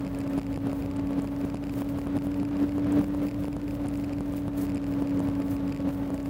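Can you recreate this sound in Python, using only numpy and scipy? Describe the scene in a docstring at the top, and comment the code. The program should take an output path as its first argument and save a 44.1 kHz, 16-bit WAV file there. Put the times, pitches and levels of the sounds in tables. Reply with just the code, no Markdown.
"""Inside the cab of a tracked over-snow vehicle at cruise. From the start the engine hums, its ninth
cycle order booming, over rumbling tracks; ticks, pops and tiny squeaks run throughout, and the level dips
briefly at each tick or pop. At bumps the drone swells and the hull thuds, hardest from 1.2 to 3 s.
The engine speeds up slightly until 3 s, then eases back. Puffs of snow hiss against the cab, strongest
from 4.4 to 5.5 s, and loose metal jingles faintly with them."""
import sys
import numpy as np
from scipy import signal
from scipy.fft import rfft, irfft
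from scipy.io import wavfile
from scipy.ndimage import uniform_filter1d

SR = 44100
rng = np.random.default_rng(int(sys.argv[2]) if len(sys.argv) > 2 else 0)


def transcribe(signal):
    """Save signal, clipped to [-1, 1], as a 16-bit WAV file at the path in sys.argv[1]."""
    frames = np.atleast_2d(signal).T
    limited = np.clip(frames, -1, 1)
    pcm = np.round(limited * 32767).astype(np.int16)
    wavfile.write(sys.argv[1], SR, pcm)


N = 277406
TIME = np.arange(N) / SR


def amp(db):
    """Decibels to gain."""
    return 10 ** (np.asarray(db) / 20)


def unit(x):
    """Scales to rms 1."""
    return x / np.sqrt(np.mean(x ** 2) + 1e-20)


def curve(table):
    """Breakpoints to one value a sample."""
    return np.interp(TIME, *np.transpose(table))


def add(mix, s, sound):
    """Mixes a sound in at time s."""
    part = mix[max(round(s * SR), 0):][:len(sound)]
    part += sound[:len(part)]


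def noise(spectrum):
    """Shaped noise, rms 1."""
    hz, db = np.transpose(spectrum)
    gain = amp(np.interp(np.log(np.fft.rfftfreq(N, 1 / SR) + 1), np.log(hz), db))
    return unit(irfft(rfft(rng.standard_normal(N)) * gain, N))


def wander(rate_hz):
    """Smooth random motion up to rate_hz, rms 1."""
    hz = np.fft.rfftfreq(N, 1 / SR)
    return unit(irfft(rfft(rng.standard_normal(N)) / (1 + (hz / rate_hz) ** 4), N))


def hump(s, before_s, after_s):
    """Two-sided Gaussian swell at time s, height 1."""
    return np.exp(-((TIME - s) / np.where(TIME < s, before_s, after_s)) ** 2 / 2)


# Modes of small loose metal: f/Hz, relative level/dB, t60/s
METAL_MODES = [(11000, -7, .06), (11650, -7, .06), (12590, -3, .05), (13306, 4, .06), (14199, -11, .06),
               (14750, -7, .05), (15270, 9, .07), (15636, 11, 0.079)]

def jingle(gust_db, level_db=-9, spread_db=3, touches_per_s=100):
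    """Random touches ring the metal's modes, harder in each gust."""
    t, out = np.arange(SR // 5) / SR, np.zeros(N)
    touching = rng.random(N) < touches_per_s / SR
    touches = touching * amp(gust_db + spread_db * rng.standard_normal(N))
    for hz, db, t60_s in METAL_MODES:
        ring = amp(db - 60 * t / t60_s) * np.sin(2 * np.pi * hz * t)
        out += signal.oaconvolve(touches * rng.standard_normal(N), ring)[:N]
    return unit(out) * np.sqrt(np.mean(amp(gust_db + level_db) ** 2))


# Snow puffs: peak t/s, relative level/dB, half-length/s
SNOW_PUFFS = [(0.09, -66, 0.016), (0.78, -66, 0.056), (1.783, -56.5, 0.046), (1.896, -57, 0.011),
              (2.01, -61, 0.029), (2.164, -72, 0.016), (2.367, -69, .025), (2.982, -60.5, 0.074),
              (3.264, -58, 0.035), (3.723, -63, .04), (4.376, -55.5, 0.02), (4.616, -51.5, .036),
              (4.915, -56, 0.0075), (5.012, -60, .015), (5.46, -58, 0.02), (5.532, -54, 0.021)]

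def gusts(drift_db=-70, sway_db=3.5, sway_hz=5.4):
    """Flying snow in dB: puffs thrown by the tracks over a thin, uneven drift."""
    drift = amp(drift_db + sway_db * wander(sway_hz))
    puff_power = sum((amp(db) * hump(s, half_s, half_s)) ** 2 for s, db, half_s in SNOW_PUFFS)
    return 10 * np.log10(drift ** 2 + puff_power)


# Snow hiss: f/Hz, relative density/dB
SPRAY_SPECTRUM = [(1000, -7), (3000, -9), (6000, -7.5), (9000, -6), (12000, -5), (13800, -1.5), (15200, -1),
                  (16000, -1.5)]

def spray(gust_db, level_db=3.5, flicker_db=3, grit_db=2):
    """Fine snow hisses against the cab in gritty gusts."""
    return noise(SPRAY_SPECTRUM) * amp(gust_db + level_db + flicker_db * wander(37) + grit_db * wander(900))


# Tiny squeaks: t/s, relative peak level/dB, f/Hz
TRIM_SQUEAKS = [(0.1885, -35, 9050), (0.298, -46, 8040), (0.968, -40, 8400), (1.2204, -38, 8000),
                (2.9229, -33.5, 8200), (3.8852, -33, 9350), (3.9746, -40, 7840), (4.3251, -43, 8000),
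                (4.7476, -36.5, 8550), (4.8434, -49, 8170), (5.1936, -37, 7900), (6.1444, -37.5, 8100),
                (6.2294, -44, 7540)]

def squeaks(level_db=3, rise_s=0.00013):
    """Chirps of a few cycles, as of dry trim catching."""
    t, out = np.arange(256) / SR, np.zeros(N)
    envelope = t / rise_s * np.exp(1 - t / rise_s)
    for s, db, hz in TRIM_SQUEAKS:
        add(out, s, amp(db + level_db) * envelope * np.sin(2 * np.pi * hz * t))
    return out


# Sharp ticks: t/s, step count
TICK_STAIRS = [(0.066, 5), (0.149, 3), (0.205, 4), (0.276, 4), (0.396, 3), (0.823, 5), (0.861, 3),
               (1.072, 3), (1.274, 4), (1.364, 2), (1.5, 4), (1.639, 5), (1.695, 6), (1.79, 3), (1.89, 3),
               (2.222, 2), (2.317, 3), (2.451, 5), (2.693, 3), (3.042, 4), (3.285, 5), (3.529, 5),
               (3.68, 3), (3.709, 4), (4.044, 6), (4.133, 6), (4.701, 3), (4.758, 4), (4.771, 6),
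               (4.938, 4), (5.073, 4), (5.566, 4), (5.679, 4), (5.723, 5), (6.259, 3)]
# Dull pops: t/s, relative total height/dB
POP_STAIRS = [(0.3786, -15), (0.3873, -16), (0.5755, -17), (0.6707, -15), (0.7308, -15), (1.1078, -19),
              (1.1928, -18), (1.2445, -19), (1.4508, -18), (1.5452, -15.5), (1.8202, -17), (1.9874, -16),
              (2.0709, -16), (2.1689, -14), (2.177, -17), (2.2697, -16), (2.4317, -17), (2.782, -17),
              (2.8699, -19), (2.9273, -16), (2.9939, -17), (3.0148, -18), (3.044, -19), (3.1481, -18),
              (3.2185, -19), (3.4449, -17), (3.4826, -16.5), (3.5664, -17), (3.8603, -17), (4.2076, -15.5),
              (4.3375, -18), (4.481, -16), (5.0228, -16), (5.2037, -15), (5.2875, -15), (5.4022, -17),
              (5.8915, -19), (6.104, -16)]

def click_steps(tick_db=-32, tick_step_hz=2475, pop_gain_db=0.8, pop_step_hz=10160, pop_steps=5,
                small_db=-31.5, small_per_s=15, faint_db=-37, faint_per_s=41):
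    """One impulse a step: slow stairs for ticks, steep for pops; random short stairs and lone steps."""
    steps = amp(faint_db) * rng.choice([-1, 1], N) * (rng.random(N) < faint_per_s / SR)
    small_times = TIME[rng.random(N) < small_per_s / SR]
    stairs = [(s, rng.choice([2, 2, 3]), tick_step_hz, amp(small_db)) for s in small_times]
    stairs += [(s, count, tick_step_hz, amp(tick_db)) for s, count in TICK_STAIRS]
    stairs += [(s, pop_steps, pop_step_hz, amp(db + pop_gain_db) / pop_steps) for s, db in POP_STAIRS]
    for s, count, step_hz, height in stairs:
        sign = rng.choice([-1, 1])
        for k in range(count):
            add(steps, s + k / step_hz, [sign * height])
    return steps


def ticks(steps, sag_hz=150, soften_hz=9500):
    """Each step is a sharp click that sags back; quick runs make ticks and pops."""
    jumps = signal.sosfilt(signal.butter(2, sag_hz, "high", fs=SR, output="sos"), np.cumsum(steps))
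    return signal.sosfilt(signal.butter(2, soften_hz, fs=SR, output="sos"), jumps)


def dips(steps, dip_db=0.6364, full_step=0.032, recover_s=0.1, trend_s=0.19):
    """Gain that falls a little at each step and creeps back, centred on its local mean."""
    falls_db = dip_db * np.minimum(abs(steps) / full_step, 1)
    sunk_db = signal.lfilter([1], [1, -np.exp(-1 / (recover_s * SR))], falls_db)
    return amp(uniform_filter1d(sunk_db, int(trend_s * SR)) - sunk_db)


# Bumps: peak t/s, swell/dB, rise/s, thud level/dB, lull depth/dB (negative lifts)
BUMPS = [(0.386, 3, 0.16, -46, 0), (.565, -1, 0.017, -61, 1), (.675, 5, 0.032, -47, -4.5),
         (1.0, 4.5, 0.02, -53, -1), (1.195, 3.5, 0.058, -33, -2), (1.448, 3.5, 0.037, -31.5, 0.5),
         (1.825, 3.5, 0.048, -53, -1.5), (2.17, 2, 0.049, -32, -0.5), (2.425, 0, 0.079, -36, 0.5),
         (2.644, 3.5, 0.076, -28.5, 1.5), (3.01, 5.5, 0.12, -33.5, -0.5), (3.25, 4.5, 0.045, -48, 1.5),
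         (3.56, -1.5, 0.036, -55, 1.5), (4.63, 3, 0.063, -52, .5), (4.76, 1.5, 0.039, -40, 1.5),
         (5.02, 1, 0.046, -52, 0.5), (5.205, 0.5, .04, -33.5, 0), (5.69, -0.5, 0.047, -50, 1),
         (5.89, 3, 0.064, -36.5, -1), (6.141, 4.5, 0.02, -52, 0.5)]

def bumps(drop_s=0.0063, lull_peak_s=0.046, thud_width_ratio=0.32):
    """At each bump the drone swells, then drops suddenly; a lull or slight lift follows."""
    swell_db, lull_db, thud_gain = np.zeros((3, N))
    for s, lift_db, rise_s, thud_db, depth_db in BUMPS:
        since = np.maximum(TIME - s, 0) / lull_peak_s
        swell_db += lift_db * hump(s, rise_s, drop_s)
        lull_db += depth_db * since * np.exp(1 - since)
        thud_gain += amp(thud_db) * hump(s, rise_s * thud_width_ratio, drop_s * thud_width_ratio)
    return swell_db, lull_db, thud_gain


# Hull response: f/Hz, relative density/dB
HULL_SPECTRUM = [(30, -50), (70, -28), (130, -5), (200, 3.5), (260, -2), (400, -7), (800, -22),
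                 (2000, -32.5), (6000, -48), (14000, -56)]

def thuds(boom_hz, thud_gain, ring_db=-5):
    """The hull answers each bump with a dull thud; the cab's boom swells with it."""
    ring = np.sqrt(2) * np.cos(2 * np.pi * np.cumsum(boom_hz) / SR)
    return (noise(HULL_SPECTRUM) + amp(ring_db) * ring) * thud_gain


# Cab panel resonances: f/Hz, width/Hz, lift/dB
PANEL_MODES = [(558, 16, 8), (743, 10, 7), (870, 16, 6), (1117, 22, 13)]

def panels(hz):
    """Cab gain for a tone: panels sing when it drifts onto them."""
    return amp(sum(db / (1 + (2 * (hz - centre) / width) ** 2) for centre, width, db in PANEL_MODES))


# Cab rumble under the running gear: f/Hz, relative density/dB
RUMBLE_SPECTRUM = [(15, -44), (25, -27), (40, -24), (52, -15), (66, 2), (85, 9.5), (115, 13), (150, 9.5),
                   (220, -8), (300, 10.5), (450, -37)]
# Tracks on packed snow: f/Hz, relative density/dB
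GRIND_SPECTRUM = [(30, -38), (60, 3), (150, 2), (290, 2), (360, -3), (500, -3), (575, 2.5), (700, -9),
                  (1200, -14.5), (2400, -23), (3800, -30), (6500, -41.5), (11000, -83), (16000, -57)]
# Track and final-drive tones at mean speed: f/Hz, relative level/dB
CLEAT_TONES = [(33.7, -15), (53.9, 1), (106.8, -1)]

def tracks(speed_ratio, grind_db, cleat_db, rumble_db=-41, flicker_db=1.5, waver=0.11, slip_hz=0.28):
    """Cleats beat at the pace of the drive, over a low rumble and the grind of snow."""
    out = noise(RUMBLE_SPECTRUM) * amp(rumble_db)
    out += noise(GRIND_SPECTRUM) * amp(grind_db + flicker_db * wander(47))
    for hz, db in CLEAT_TONES:
        phase = 2 * np.pi * np.cumsum(hz * speed_ratio + slip_hz * wander(4.5)) / SR
        tone = np.sqrt(2) * (1 + waver * wander(8.6)) * np.sin(phase)
        out += amp(cleat_db + db) * panels(hz * speed_ratio) * tone
    return out


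# Engine orders: multiple of the four-stroke cycle rate, relative level/dB
CYCLE_ORDERS = [(3, -16.5), (4, -21), (5, -24), (6, -10), (7, -17.5), (9, 0), (11, -28), (13, -32),
                (14, -27), (15, -27), (16, -32), (18, -32), (21, -36), (24, -35), (28, -30.5), (29, -39),
                (32, -43), (33, -43), (36, -41), (46, -47), (50, -47)]

def engine(boom_hz, boom_db, boom_order=9, boom_waver=0.023, others_db=-32.5, others_waver=0.21,
           throb_hz=20.9, throb_depth=0.059):
    """Six-cylinder orders locked to the crankshaft; one booms in the cab, shaken by the running gear."""
    cycle_hz = boom_hz / boom_order
    cycle_phase = 2 * np.pi * np.cumsum(cycle_hz) / SR
    throb_phase = 2 * np.pi * np.cumsum(throb_hz * boom_hz / boom_hz.mean()) / SR
    boom_gain = amp(boom_db) * (1 + throb_depth * np.sin(throb_phase))
    others_gain = amp(others_db + boom_db - boom_db.mean())
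    out = np.zeros(N)
    for order, db in CYCLE_ORDERS:
        gain, waver = (boom_gain, boom_waver) if order == boom_order else (others_gain, others_waver)
        phase = order * cycle_phase + 2 * np.pi * rng.random() * (order != boom_order)
        tone = (1 + waver * wander(11.7)) * np.cos(phase) + waver * wander(12) * np.sin(phase)
        out += gain * amp(db) * panels(order * cycle_hz) * np.sqrt(2) * tone
    return out


# Engine speed as boom pitch: t/s, f/Hz
BOOM_PITCH = [(0, 278.4), (.6, 277.3), (1.05, 279.8), (1.3, 279.4), (1.5, 281.2), (2, 281.8), (3, 289.6),
              (3.45, 288.8), (4, 284.8), (4.45, 285.2), (4.9, 281.5), (5.2, 281), (5.6, 279.4),
              (6.29, 278.8)]
# Engine load as base boom strength: t/s, level/dB
ENGINE_LOAD = [(0, -34), (.75, -34.5), (1.1, -32.5), (1.6, -35), (2.3, -30.5), (2.8, -29), (3.2, -31.5),
               (3.45, -32.5), (4, -32), (4.5, -32.5), (5.25, -28), (5.7, -31.5), (6.29, -33)]

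def scene():
    """Engine and tracks follow load and swells; drone and treble dip, ticks and squeaks ride on top."""
    boom_hz, load_db = curve(BOOM_PITCH), curve(ENGINE_LOAD)
    swell_db, lull_db, thud_gain = bumps()
    strain_db = load_db - load_db.mean()
    boom_db = load_db + 1.08 * swell_db - lull_db
    grind_db = -40.5 + 0.47 * strain_db + swell_db - 0.8 * lull_db
    cleat_db = -45.5 - 0.23 * strain_db - 1.6 * swell_db  # weaker under load and in swells
    gust_db = gusts() - lull_db
    steps = click_steps()
    gear = tracks(boom_hz / boom_hz.mean(), grind_db, cleat_db)
    drone = thuds(boom_hz, thud_gain) + gear + engine(boom_hz, boom_db)
    treble = jingle(gust_db) + spray(gust_db)
    return ((drone + treble) * dips(steps) + ticks(steps) + squeaks())[None]


def record(dry, low_cut_hz=36, edge_hz=15850):
    """Low cut and steep band limit."""
    trimmed = signal.sosfilt(signal.butter(2, low_cut_hz, "high", fs=SR, output="sos"), dry)
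    lowpass = signal.firwin(511, edge_hz, window=("kaiser", 9), fs=SR)
    return signal.oaconvolve(trimmed, lowpass[None], "same")


dry = scene()
out = record(dry)
transcribe(out)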